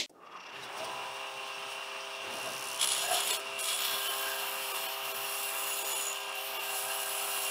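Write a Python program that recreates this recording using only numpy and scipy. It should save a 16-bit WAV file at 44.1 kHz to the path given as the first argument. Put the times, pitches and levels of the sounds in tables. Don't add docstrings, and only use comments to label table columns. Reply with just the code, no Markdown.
import sys
import numpy as np
from scipy import signal
from scipy.fft import rfft, irfft
from scipy.io import wavfile
from scipy.ndimage import uniform_filter1d

SR = 44100
rng = np.random.default_rng(int(sys.argv[2]) if len(sys.argv) > 2 else 0)


def waveform_to_disk(signal):
    frames = np.transpose(np.atleast_2d(signal))
    scaled = np.clip(frames, -1, 1) * 32767
    samples = np.round(scaled).astype(np.int16)
    wavfile.write(sys.argv[1], SR, samples)


N = 330750
CUTOFF_HZ = 15720


def amp(db):
    return 10 ** (np.asarray(db) / 20)


def unit(x):
    return x / np.sqrt(np.mean(x ** 2) + 1e-20)


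def seconds():
    return np.arange(N) / SR


def noise():
    return rng.standard_normal(N)


def in_time(rows):
    s, *columns = np.transpose(rows)
    return [np.interp(seconds(), s, column) for column in columns]


def drift(rate):
    step = 40
    r = np.exp(-2 * np.pi * rate * step / SR)
    draws = rng.standard_normal(N // step + 2002)
    slow = signal.lfilter([1], [1, -2 * r, r * r], draws)[2000:]
    return np.interp(np.arange(N) / step, np.arange(len(slow)), unit(slow))


def colour(x, spectrum):
    hz = np.maximum(np.arange(N // 2 + 1) * SR / N, 1)
    at, level = np.transpose(spectrum)
    level_db = np.interp(np.log(hz), np.log(at), level, left=-90, right=-90)
    return unit(irfft(rfft(x) * amp(level_db), N))


def band(x, low, high):
    return signal.sosfilt(signal.butter(2, [low, high], "band", fs=SR, output="sos"), x)


def resonate(x, peaks, wander_db=0, lean_db=0):
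    out = 0
    for k, (hz, width, level_db) in enumerate(peaks):
        r = np.exp(-np.pi * width / SR)
        poles = [1, -2 * r * np.cos(2 * np.pi * hz / SR), r * r]
        tone = signal.lfilter([(1 - r * r) / 2, 0, (r * r - 1) / 2], poles, x)
        place = (k + .5) / len(peaks) - .5
        mode_db = level_db + lean_db * place
        if wander_db:
            mode_db = mode_db + wander_db * drift(2.0)
        out = out + (-1) ** k * amp(mode_db) * tone
    return unit(out)


def bursts(events, t60):
    starts = np.zeros(N)
    for s, db in events:
        starts[round(s * SR)] = amp(db)
    return signal.lfilter([1], [1, -amp(-60 / (t60 * SR))], starts + 1e-18) * noise()


def swells(events):
    t = seconds()
    return sum(amp(db) * np.exp(-((t - s) / length) ** 2) for s, db, length in events)


def surface(halves, last, before, grain_db, size=664):
    fresh = rng.standard_normal((int(halves[-1]) + 10, size))
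    memory = [1, -np.clip(last, 0, .6), -np.clip(before, 0, .37)]
    rough = signal.lfilter([1], memory, fresh, axis=0)[8:]
    hard = signal.lfilter([1], [1, -.8], rng.exponential(1, (len(rough), 83)) ** 3, axis=0)
    hard = signal.lfilter([1], [1, -.85], hard.ravel())
    grains = np.log(hard + 1)
    grains = unit(grains - np.mean(grains))
    fine = signal.resample_poly(rough.ravel(), 4, 1)
    passing = fine[(halves * size * 4).astype(int)]
    return passing * amp(grain_db * grains[(halves * 83).astype(int)])


# time in seconds, rate in half turns per second.
TURNING_RATE = [(0.5, 40), (0.75, 58), (0.8, 64), (0.86, 66.4), (2.7, 66.38), (3.0, 66.5), (4.8, 66.5),
                (5.8, 66.75), (6.2, 66.7), (6.6, 66.4), (7.2, 66.76), (7.5, 66.74)]


def turning():
    return np.cumsum(in_time(TURNING_RATE)[0]) / SR


# start in seconds, relative level in dB.
SPIN_UP_THROBS = [(0.2558, -50), (0.3127, -52), (0.3571, -47), (0.3945, -46), (0.4244, -48), (0.4544, -45),
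                  (0.4844, -51), (0.5212, -62), (0.5472, -56)]
THROB_S = 0.026


def throbs():
    t = seconds()
    return sum(amp(db) * np.exp(-((t - s - THROB_S / 2) / THROB_S) ** 2 * 8.5)
               for s, db in SPIN_UP_THROBS)


# time in seconds, relative levels in dB of the tool's low ring, its
CUT_LEVELS = [(2.795, -44, -48, -52), (2.81, -40, -45, -53), (2.816, -36, -41, -49),
              (2.845, -30.5, -38, -42), (2.865, -41, -42.5, -49.5), (2.92, -34, -39, -46),
              (3.07, -41.5, -46, -45), (3.12, -41, -39.5, -42), (3.2, -34.5, -44, -46),
              (3.26, -46, -44, -44), (3.31, -31.5, -40, -42), (3.36, -40, -40, -38), (3.43, -54, -64, -67),
              (3.57, -58.5, -63, -68), (3.6, -47.5, -39, -45), (3.72, -34, -43.5, -43),
              (3.76, -49, -38.5, -47), (3.8, -35, -50, -41), (3.9, -38, -47.5, -38.5),
              (4.05, -44.5, -46, -40.5), (4.15, -44, -47, -40), (4.51, -48.5, -50.5, -42.5),
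              (4.78, -46, -47, -42.5), (4.95, -45.5, -56.5, -44.5), (5.3, -48, -47, -41.5),
              (5.49, -48, -43.5, -42), (5.85, -46, -45, -41.5), (6.04, -47.5, -41.5, -42.5),
              (6.2, -51, -55.5, -54), (6.34, -58, -57.5, -61), (6.355, -50, -56, -45),
              (6.43, -53, -52.5, -45), (6.6, -47, -54.5, -45), (6.78, -48.5, -43.5, -42),
              (7.49, -46.5, -41, -41)]


def biting():
    return seconds() >= CUT_LEVELS[0][0]


def cutting():
    return np.array(in_time(CUT_LEVELS)) - 100 * ~biting()


ROOM_DB = -78


def room():
    return amp(ROOM_DB) * noise()


# time in seconds, relative peak in dB, length in seconds.
BED_BUMPS = [(0.6, -60, 0.083), (0.8, -70, .04), (0.95, -60.5, 0.2), (1.4, -65, 0.06), (1.66, -70, 0.18),
             (2.28, -58.5, 0.059), (2.45, -58.5, 0.15), (2.68, -72, 0.057), (2.87, -66.5, 0.27),
             (3.28, -60, 0.036), (3.49, -63, 0.1), (3.93, -63.5, 0.048), (4.25, -76, 0.14),
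             (4.8, -76, 0.049), (5.12, -65, 0.11), (5.31, -73, .05), (6.85, -69, 0.049)]


def rumble():
    low = resonate(noise(), [(129.0, 9.2, 10.7), (183, 57, 0.5), (262, 930, 3.6)])
    low = signal.sosfilt(signal.butter(2, 95, "high", fs=SR, output="sos"), low)
    steady = amp(-77 + 1.8 * drift(11))
    return low * (steady + amp(10.0) * swells(BED_BUMPS))


# time in seconds, relative
# levels in dB of body, casing, air and high air.
RUN_UP_LEVELS = [(0.1, -36, -89, -69, -61), (0.12, -42.5, -99, -90, -92), (0.25, -50.5, -76, -82, -88),
                 (0.37, -47, -66, -69, -94), (0.47, -47, -63, -65, -83), (0.58, -48, -51, -64, -78),
                 (0.74, -44.5, -49.5, -58, -59.5), (0.8, -44, -43.5, -54, -57), (1.0, -45, -45, -57.5, -57),
                 (2.2, -44.5, -43, -55.5, -57)]
# frequency in Hz, relative level in dB per Hz.
AIR_SPECTRUM = [(2120, -23), (3600, -38), (4460, -1), (4690, -2), (5710, 4), (6250, -10), (7000, -33),
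                (9100, -46), (15400, -120)]
HIGH_AIR_SPECTRUM = [(3820, -20), (6500, 5.5), (6930, 2), (7080, -3), (8440, 8), (11100, 1), (12800, -14),
                     (14900, 2), (15900, -4)]
# time in seconds, relative peak in dB, length in seconds.
HISS_PUFFS = [(0.64, -60, 0.019), (0.78, -59, 0.015), (0.85, -55, 0.0093), (1.48, -67, 0.011),
              (1.72, -60, 0.025)]


def whirr():
    air_db, high_db = in_time(RUN_UP_LEVELS)[2:]
    puffs = swells(HISS_PUFFS)
    air_gain = amp(air_db + 1.8 * drift(45)) + amp(-16.0) * throbs() + puffs
    high_gain = amp(high_db + 1.0 * drift(38)) + amp(3) * puffs
    air = colour(noise(), AIR_SPECTRUM) * air_gain
    high = colour(noise(), HIGH_AIR_SPECTRUM) * high_gain
    return air + high


# time in seconds, relative peak in dB, length in
# seconds, frequency in Hz.
SPIN_UP_RINGS = [(0.253, -53.5, .035, 1166), (0.317, -66, .06, 3300), (0.337, -51, 0.024, 1205),
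                 (0.374, -53, 0.037, 1074), (0.45, -52, 0.032, 2700), (0.578, -50, 0.035, 1770),
                 (0.636, -49, 0.014, 3860), (0.662, -57, .03, 3420)]


def rings():
    push = noise()
    return sum(swells([(s, db, length)]) * resonate(push, [(hz, 45, 0)])
               for s, db, length, hz in SPIN_UP_RINGS)


# a pair for body and one for casing, each holding the level in dB added
BODY_LOAD = (-8, -4.5)
CASING_LOAD = (-35, -14)


def loaded_gain(idle_db, load):
    tool_db, _, shaving_db = cutting()
    by_tool, by_shaving = load
    power = amp(idle_db) ** 2 + amp(tool_db + by_tool) ** 2 + amp(shaving_db + by_shaving) ** 2
    return np.sqrt(power)


# frequency in Hz, relative level in dB per Hz.
BODY_SPECTRUM = [(88, -39), (150, -22), (345, -17), (399, -10.5), (456, -20.5), (516, -13), (661, -9),
                 (723, -8.5), (1000, -2), (2200, -12), (2860, -9), (4840, -120)]
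# frequency in Hz, width in Hz,
# relative level in dB.
PULL_MODES = [(172, 4, -18), (368, 230, -5), (820, 290, -3.5), (1250, 110, -1.5), (1820, 58, -16)]
WAKE_S_PER_KHZ = 0.072


def headstock(halves):
    t = seconds()
    push = noise()
    pulling = 0
    for k, (hz, width, db) in enumerate(PULL_MODES):
        awake = np.clip((t - .03 - WAKE_S_PER_KHZ * hz / 1000) / 0.18, 0, 1)
        level = amp(db + 2.5 * np.log10(width) - 9.0)
        pulling = pulling + (-1) ** k * level * resonate(push, [(hz, width, 0)]) * awake
    full = colour(surface(halves, last=0.013, before=0.36, grain_db=0.77), BODY_SPECTRUM)
    settled = np.clip((t - .2) / .5, 0, 1)
    body = np.sqrt(settled) * full + np.sqrt(1 - settled) * pulling
    body_db = in_time(RUN_UP_LEVELS)[0]
    return body * loaded_gain(body_db, BODY_LOAD) * amp(-1.4 + 1.26 * drift(15.0))


# frequency in Hz, width in Hz,
# relative level in dB.
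CASING_MODES = [(2338, 190, -5.5), (2690, 42, -1.5), (2846, 45, -1), (2935, 27, -0.5), (3056, 15, 1),
                (3350, 810, -7.5)]
CASING_MAIN_RING = [(2760, 39, 0)]
# time in seconds, level in dB against the other modes.
MAIN_RING_LEVEL = [(.3, 7), (.7, -3), (1.5, -0.5), (2.7, -2.5), (3.2, 0.5), (4.0, 0), (5.0, -0.5), (6.0, 1),
                   (6.8, 1), (7.5, 2)]
CASING_THROB_DB = 55


def casing(halves):
    roughness = surface(halves, last=0.26, before=0.38, grain_db=0.76)
    modes = resonate(roughness, CASING_MODES, wander_db=0.24)
    main = amp(in_time(MAIN_RING_LEVEL)[0]) * resonate(noise(), CASING_MAIN_RING)
    gain = loaded_gain(in_time(RUN_UP_LEVELS)[1], CASING_LOAD)
    gain = gain * (1 + amp(CASING_THROB_DB) * throbs())
    return unit(modes + main) * gain * amp(1.0 + 0.59 * drift(28))


# frequency in Hz, then level in dB rms at each of the three moments, which
# are listed in seconds.
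LOOSE_TONES = [(629.6, -61.5, -64.5, -56.5), (761, -75, -64, -50), (1114, -59, -60.5, -63),
               (1215, -59, -56, -58)]
TONE_MOMENTS = (1.0, 4.5, 7.3)
# time in seconds, relative level in dB of each.
WAXING_LEVELS = [(1.0, -55, -52, -50, -55), (1.32, -70, -51.5, -59, -53), (2.05, -71, -58, -65, -57),
                 (2.45, -82, -57, -61, -57), (3.37, -48, -59, -58, -66), (3.43, -61, -66, -71, -69),
                 (3.99, -52, -57, -54, -51), (4.2, -69, -49, -61, -46.5), (4.71, -61, -56, -48, -71),
                 (4.78, -65, -48, -48, -51), (6.03, -67, -52, -67, -64), (6.05, -66, -63, -70, -48),
                 (6.41, -70, -55, -57, -61), (7.08, -55, -52, -55, -58), (7.46, -56, -56, -60, -56),
                 (7.5, -56.5, -56.5, -58, -55)]
WAXING_MULTIPLES = (11, 12, 14, 16)


def drive_tones(halves):
    t = seconds()
    out = 0
    for hz, *levels in LOOSE_TONES:
        level_db = np.interp(t, TONE_MOMENTS, levels) + 2.95 * drift(15.0)
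        out = out + np.sqrt(2) * amp(level_db) * np.cos(2 * np.pi * hz * t + 1.0 * drift(2.65))
    for k, db in zip(WAXING_MULTIPLES, in_time(WAXING_LEVELS)):
        phase = 2 * np.pi * (k * halves + rng.random())
        out = out + np.sqrt(2) * amp(db - 1.5 + 2.0 * drift(5.2)) * np.cos(phase)
    return out * np.clip((t - .6) / 0.27, 0, 1)


# multiple of the half-turn rate, relative level in dB running free, dB added
# while the motor strains, dB added by the cut.
HUM_PARTIALS = [(0.96, -27, 7, 0.5), (2.05, -31, 4, -8), (7.07, -18, 17, 0), (7.99, 5, -1.5, -3),
                (9.964, 6.5, 3, -1.5), (13.14, -1.5, 6, -11), (15.03, 1, 7, 0), (17.82, -21, .1, -1),
                (18.76, -8, 9, 5.5), (19.95, -6, 6.5, 5), (24.1, -1.5, -0.5, -1.5)]
# time in seconds, relative level in dB.
HUM_SWELL = [(0.56, -58), (0.81, -55), (1.16, -58), (2.47, -56), (2.57, -58), (3.3, -52), (3.75, -57),
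             (4.27, -51), (4.82, -54), (5.67, -54), (5.9, -52), (6.27, -56), (6.64, -53), (7.49, -52)]
STEADY_HZ = 400.2
STRAIN_S = 0.85
HUM_WAVER_DB = 0.1555


def hum(halves):
    t = seconds()
    steady = np.sqrt(2) * np.cos(2 * np.pi * STEADY_HZ * t) * np.clip((t - .52) / 0.021, 0, 1)
    strain = np.exp(-np.maximum(t - .9, 0) / STRAIN_S)
    loaded = np.clip((cutting()[0] + 59) / 9.5, 0, 1)
    partials = 0
    for k, db, strain_db, cut_db in HUM_PARTIALS:
        waver_db = HUM_WAVER_DB * k * drift(2.0) + 0.14 * drift(21)
        level = amp(db + strain_db * strain + cut_db * loaded + waver_db)
        partials = partials + level * np.cos(2 * np.pi * (k * halves + rng.random()))
    running = np.clip((t - .6) / 0.27, 0, 1)
    return (steady + partials * running * amp(-1.0)) * amp(in_time(HUM_SWELL)[0] + 0.5)


# frequency in Hz, relative level in dB per Hz.
CLACK_SPECTRUM = [(59, -47), (100, -30), (310, 0.5), (391, -5), (462, -10), (524, -11), (607, -1),
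                  (674, -9), (1530, -20), (1960, -5), (2800, -1), (3680, 1), (7830, -11.5), (8880, -21),
                  (15000, -30)]
CLACK_DB, CLACK_T60_S = -28.5, 0.2


def switch():
    return colour(noise(), CLACK_SPECTRUM) * amp(CLACK_DB - 60 * seconds() / CLACK_T60_S)


# time in seconds, relative peak in dB.
REST_KNOCKS = [(0.799, -37), (2.34, -39), (2.454, -38)]
# frequency in Hz, width in Hz, relative level in dB.
REST_MODES = [(649, 31, -5), (222, 66, -19.5), (1030, 58, -24), (305, 18, -20), (460, 42, -14)]


def knocks():
    blows = bursts(REST_KNOCKS, 0.31)
    return resonate(blows, REST_MODES) * np.std(blows) * amp(-2.0)


# time in seconds, relative level in dB.
GRAZE_LEVEL = [(2.3, -53), (2.34, -45), (2.45, -45), (2.52, -42.5), (2.62, -42), (2.7, -40.5), (2.78, -42)]
# frequency in Hz, relative level in dB per Hz.
GRAZE_HISS_SPECTRUM = [(4000, 6), (7000, 2), (8400, 4), (10200, 9), (12000, -2), (15700, -6)]
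TICK_DB, HISS_DB, SNAP_DB = -10, 1, -4
GRAZE_LAG = .36
HISS_SHARE, SNAP_SHARE = 0.7, .1


def grazes(halves):
    lagged = halves - GRAZE_LAG
    clicks = np.diff(np.floor(lagged), prepend=-1) * amp(2 * drift(30))
    ticks = resonate(clicks, [(5570, 280, 1), (6260, 360, -6)]) * amp(TICK_DB)
    hiss = colour(noise(), GRAZE_HISS_SPECTRUM) * np.exp(-(lagged % 1) / HISS_SHARE)
    hiss = hiss * amp(HISS_DB + 1.0 * drift(25))
    snap = colour(noise(), [(11000, -10), (12500, 0), (15700, 0)])
    snap = snap * np.exp(-(lagged % 1) / SNAP_SHARE) * amp(SNAP_DB + 2.5 * drift(30))
    approaching = abs(seconds() - 2.55) < .25
    return (ticks + hiss + snap) * amp(in_time(GRAZE_LEVEL)[0]) * approaching


# time in seconds, relative peak in dB.
EDGE_CATCHES = [(2.7963, -30), (2.8125, -17), (2.8275, -16.5), (2.8335, -34), (2.845, -30), (2.9061, -27),
                (2.921, -35.5), (2.935, -30), (2.9635, -27), (3.147, -21), (3.1914, -28), (3.204, -18),
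                (3.273, -18.5), (3.3047, -19), (3.59, -23.5)]
# frequency in Hz, width in Hz, relative level in dB.
TOOL_MODES = [(2357, 120, -6), (2910, 130, -3), (3190, 65, -2), (3202, 63, 1), (3324, 30, 2.5),
              (3455, 28, -3), (3570, 240, -5.5)]
SHANK_MODES = [(7250, 130, -6), (7800, 200, 0), (8110, 90, -3), (8400, 70, -4), (8580, 70, -5),
               (9110, 80, -4)]
EDGE_MODES = [(9820, 250, -6), (10110, 110, 0), (10400, 110, 0), (10600, 90, -3), (10930, 80, -5)]


def catches():
    jolts = bursts(EDGE_CATCHES, t60=0.034)
    direct = band(jolts, 2500, 12000)
    ringing = resonate(jolts, TOOL_MODES) + resonate(jolts, SHANK_MODES + EDGE_MODES)
    return amp(-2.5) * (amp(-7.5) * direct + np.std(direct) * amp(-6.0) * ringing)


# time in seconds, level in dB of the first
SPOT_LEVELS = [(2.8, 5, -8), (2.87, 10, -2), (3.05, 0, -4), (3.2, 3, -3), (3.4, 1, -3), (3.6, 1, -6),
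               (4.1, -2, -11), (4.6, -11, -8), (5.4, -1, -12), (5.8, 3, -3), (6.1, -5, 7), (6.5, -9, -4),
               (7.1, -4.5, -8), (7.5, -10, -1)]
SPOT_PLACES = (.88, 0.52)
SPOT_SHARE = 0.33


def spots(halves):
    strengths = amp(np.array(in_time(SPOT_LEVELS)) + 2.3 * drift(20))
    gain = 1 + sum(strength * np.exp(-((halves - at) % 1) / SPOT_SHARE)
                   for strength, at in zip(strengths, SPOT_PLACES))
    return gain / np.sqrt(uniform_filter1d(gain ** 2, size=1324))


FLUTTER_DB, FLUTTER_FOLLOWS = 0.5666, 0.048
GRAIN_ONCE_DB, GRAIN_TWICE_DB = -1.9, -0.7
GRAIN_AT, GRAIN_FOLLOWS = 0.023, 0.029


def flutter():
    return FLUTTER_DB * np.clip(1.0 + FLUTTER_FOLLOWS * (cutting()[0] + 55), .2, 3)


def bite(halves):
    turn = 2 * np.pi * (halves - GRAIN_AT)
    swing_db = GRAIN_ONCE_DB * np.cos(turn) + GRAIN_TWICE_DB * np.cos(2 * turn)
    swing_db = swing_db * np.clip(0.5 + GRAIN_FOLLOWS * (cutting()[0] + 27), .2, 2)
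    return amp(flutter() * drift(20) + swing_db) * spots(halves)


# frequency in Hz, width in Hz, relative level in dB.
BOWL_MODES = [(711, 36, -2.5), (940, 25, -15), (1280, 78, -3), (1320, 80, -7.5), (1611, 43, 6)]
LOW_SHANK_MODES = [(6950, 34, 3), (6800, 25, -5), (7315, 210, -10.5)]
# time in seconds, relative level in dB.
BOWL_LEVEL = [(2.8, -55), (3.0, -50.5), (3.12, -34.5), (3.24, -55), (3.33, -44.5), (3.4, -68),
              (3.57, -69.5), (3.68, -40.5), (3.85, -44), (4.08, -46.5), (4.5, -49), (5.0, -53), (6.1, -65),
              (6.25, -71), (6.7, -52), (7.5, -55.5)]
LOW_SHANK_LEVEL = [(2.8, -48), (3.36, -50.5), (3.42, -66), (3.57, -67.5), (3.62, -47), (4.1, -55),
                   (5.08, -79), (5.47, -57), (5.7, -46.5), (6.08, -41.5), (6.22, -55), (6.6, -82),
                   (6.8, -53), (7.0, -60), (7.5, -60)]
# frequency in Hz, width in Hz.
SQUEAL_MODES = [(3055, 26), (3386, 40)]
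# time in seconds, relative level in dB of the lower, of the upper.
SQUEAL_LEVELS = [(2.8, -52, -42), (2.83, -38, -38), (2.86, -43, -53), (3.24, -45, -49), (3.34, -41, -39),
                 (3.41, -62, -61), (3.49, -56, -61), (3.56, -63, -72), (3.6, -56.5, -53), (3.7, -50, -37.5),
                 (4.04, -44, -43), (4.07, -42, -51), (4.55, -51, -53), (5.86, -60, -65), (5.99, -46, -49),
                 (6.29, -57, -62), (6.6, -53, -57), (7.04, -70, -66), (7.09, -55, -57), (7.5, -47, -59)]


def singing(contact):
    out = 0
    for modes, level in [(BOWL_MODES, BOWL_LEVEL), (LOW_SHANK_MODES, LOW_SHANK_LEVEL)]:
        out = out + resonate(contact, modes, wander_db=7.0) * amp(in_time(level)[0])
    for (hz, width), db in zip(SQUEAL_MODES, in_time(SQUEAL_LEVELS)):
        out = out + resonate(contact, [(hz, width, 0)]) * amp(db - 1.0)
    return out * biting()


# frequency in Hz, width in Hz,
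# relative level in dB.
BLADE_MODES = [(4110, 90, -2), (4325, 55, -1), (5010, 110, -4), (5600, 130, -2)]
SHAVING_MODES = [(12100, 100, -9), (12600, 120, -9), (13500, 80, -5), (13760, 90, 0), (13950, 80, -1),
                 (14200, 100, -2), (14750, 220, -6)]
# frequency in Hz, relative level in dB per Hz.
RASP_SPECTRUM = [(1400, 28.5), (3000, -5.5), (6000, -9), (10000, -0.5), (12000, 1), (15900, -3)]
# broad rasp against the modes
# in dB, coupling to the air in dB, share (0-1) following the tool's level rather than the edge's (the
# shaving's own for the shaving), rasp added by a ragged cut in dB, lean of a ragged cut towards the
# higher modes in dB.
MODE_GROUPS = [(-3.5, -1.5, 0.86, -6, 6), (2.5, -1.5, 0.61, 0, 1), (8.5, -0.5, 0.27, 11, -11),
               (-11, 2.7, .01, 7, -26), (-1.5, -1, .01, 11, -14)]
# time in seconds, raggedness as a share 0-1.
RAGGEDNESS = [(2.8, 1), (3.4, 0.5), (3.75, 0.45), (4.0, 0.54), (4.3, 0.5), (4.8, 0.57), (5.5, 0.44),
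              (6.1, 0.4), (6.4, 0.56), (6.8, 0.5), (7.5, 0.2)]
# time in seconds, level added in dB.
SHANK_TREND = [(2.8, 0.6), (7.5, -0.2)]


def scraper(halves):
    ragged = np.clip(in_time(RAGGEDNESS)[0], 0, 1)
    returning = unit(surface(halves, last=0.55, before=0.26, grain_db=1.0))
    tearing = unit(surface(halves, last=0, before=0, grain_db=1.5))
    contact = np.sqrt(1 - ragged) * returning + np.sqrt(ragged) * tearing
    rasp = colour(surface(halves, last=0.494, before=0.3, grain_db=1.5), RASP_SPECTRUM)
    tool_db, edge_db, shaving_db = cutting()
    flutter_db = flutter()
    sound = singing(contact)
    groups = [TOOL_MODES, BLADE_MODES, SHANK_MODES, EDGE_MODES, SHAVING_MODES]
    for k, (modes, settings) in enumerate(zip(groups, MODE_GROUPS)):
        rasp_db, coupling_db, share, ragged_rasp_db, ragged_lean_db = settings
        broad = unit(band(rasp, max(.89 * modes[0][0], 2600), min(1.06 * modes[-1][0], CUTOFF_HZ)))
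        rasp_gain = amp(rasp_db + ragged_rasp_db * (ragged - 0.67))
        ringing = resonate(contact, modes, wander_db=1.3, lean_db=ragged_lean_db * (ragged - 0.56))
        group = (ringing + (-1) ** k * rasp_gain * broad) / np.sqrt(1 + rasp_gain ** 2)
        other_db = shaving_db if modes is SHAVING_MODES else edge_db
        level_db = share * tool_db + (1 - share) * other_db
        if modes is SHANK_MODES:
            level_db = level_db + in_time(SHANK_TREND)[0]
        sound = sound + unit(group) * amp(level_db + coupling_db + 1.22 * flutter_db * drift(23))
    return sound * bite(halves) + catches()


THIN_MOMENTS = [3.321, 3.385, 3.621, 4.088, 4.732, 4.878, 5.135, 5.838, 5.943, 6.586]
THIN_S, THIN_RING_S, THIN_DB = 0.008, 0.011, 3


def thin(x, size=1024, count=16):
    out, hz = x.copy(), np.arange(size // 2 + 1) * SR / size
    t = (np.arange(2 * size) - size) / SR
    dip = 1 - 0.84 * np.exp(-(t / THIN_S) ** 4)
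    ring = amp(THIN_DB) * np.exp(-(t / THIN_RING_S) ** 4)
    edges = np.geomspace(8, 350, count).astype(int)
    for s in THIN_MOMENTS:
        at = round(s * SR) - size
        lines = rfft(x[at:at + size] * np.hanning(size)) * 4 / size
        tops = [low + np.argmax(abs(lines[low:high])) for low, high in zip(edges, edges[1:])]
        tones = sum(abs(lines[k]) * np.cos(2 * np.pi * (hz[k] * t + rng.random())) for k in tops)
        out[at:at + 2 * size] = x[at:at + 2 * size] * dip + tones * ring
    return out


SILENCE = (0.0617, 0.0952)


def scene():
    t = seconds()
    halves = turning()
    drive = rumble() + rings() + headstock(halves) + casing(halves) + drive_tones(halves) + hum(halves)
    handling = knocks() + grazes(halves)
    lathe = thin(drive + whirr() + handling + scraper(halves))
    sound = room() + switch() * (t < SILENCE[0]) + lathe * (t > SILENCE[1])
    return sound[None]


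def record(dry):
    return signal.sosfilt(signal.ellip(12, .5, 70, CUTOFF_HZ, fs=SR, output="sos"), dry)


dry = scene()
out = record(dry)
waveform_to_disk(out)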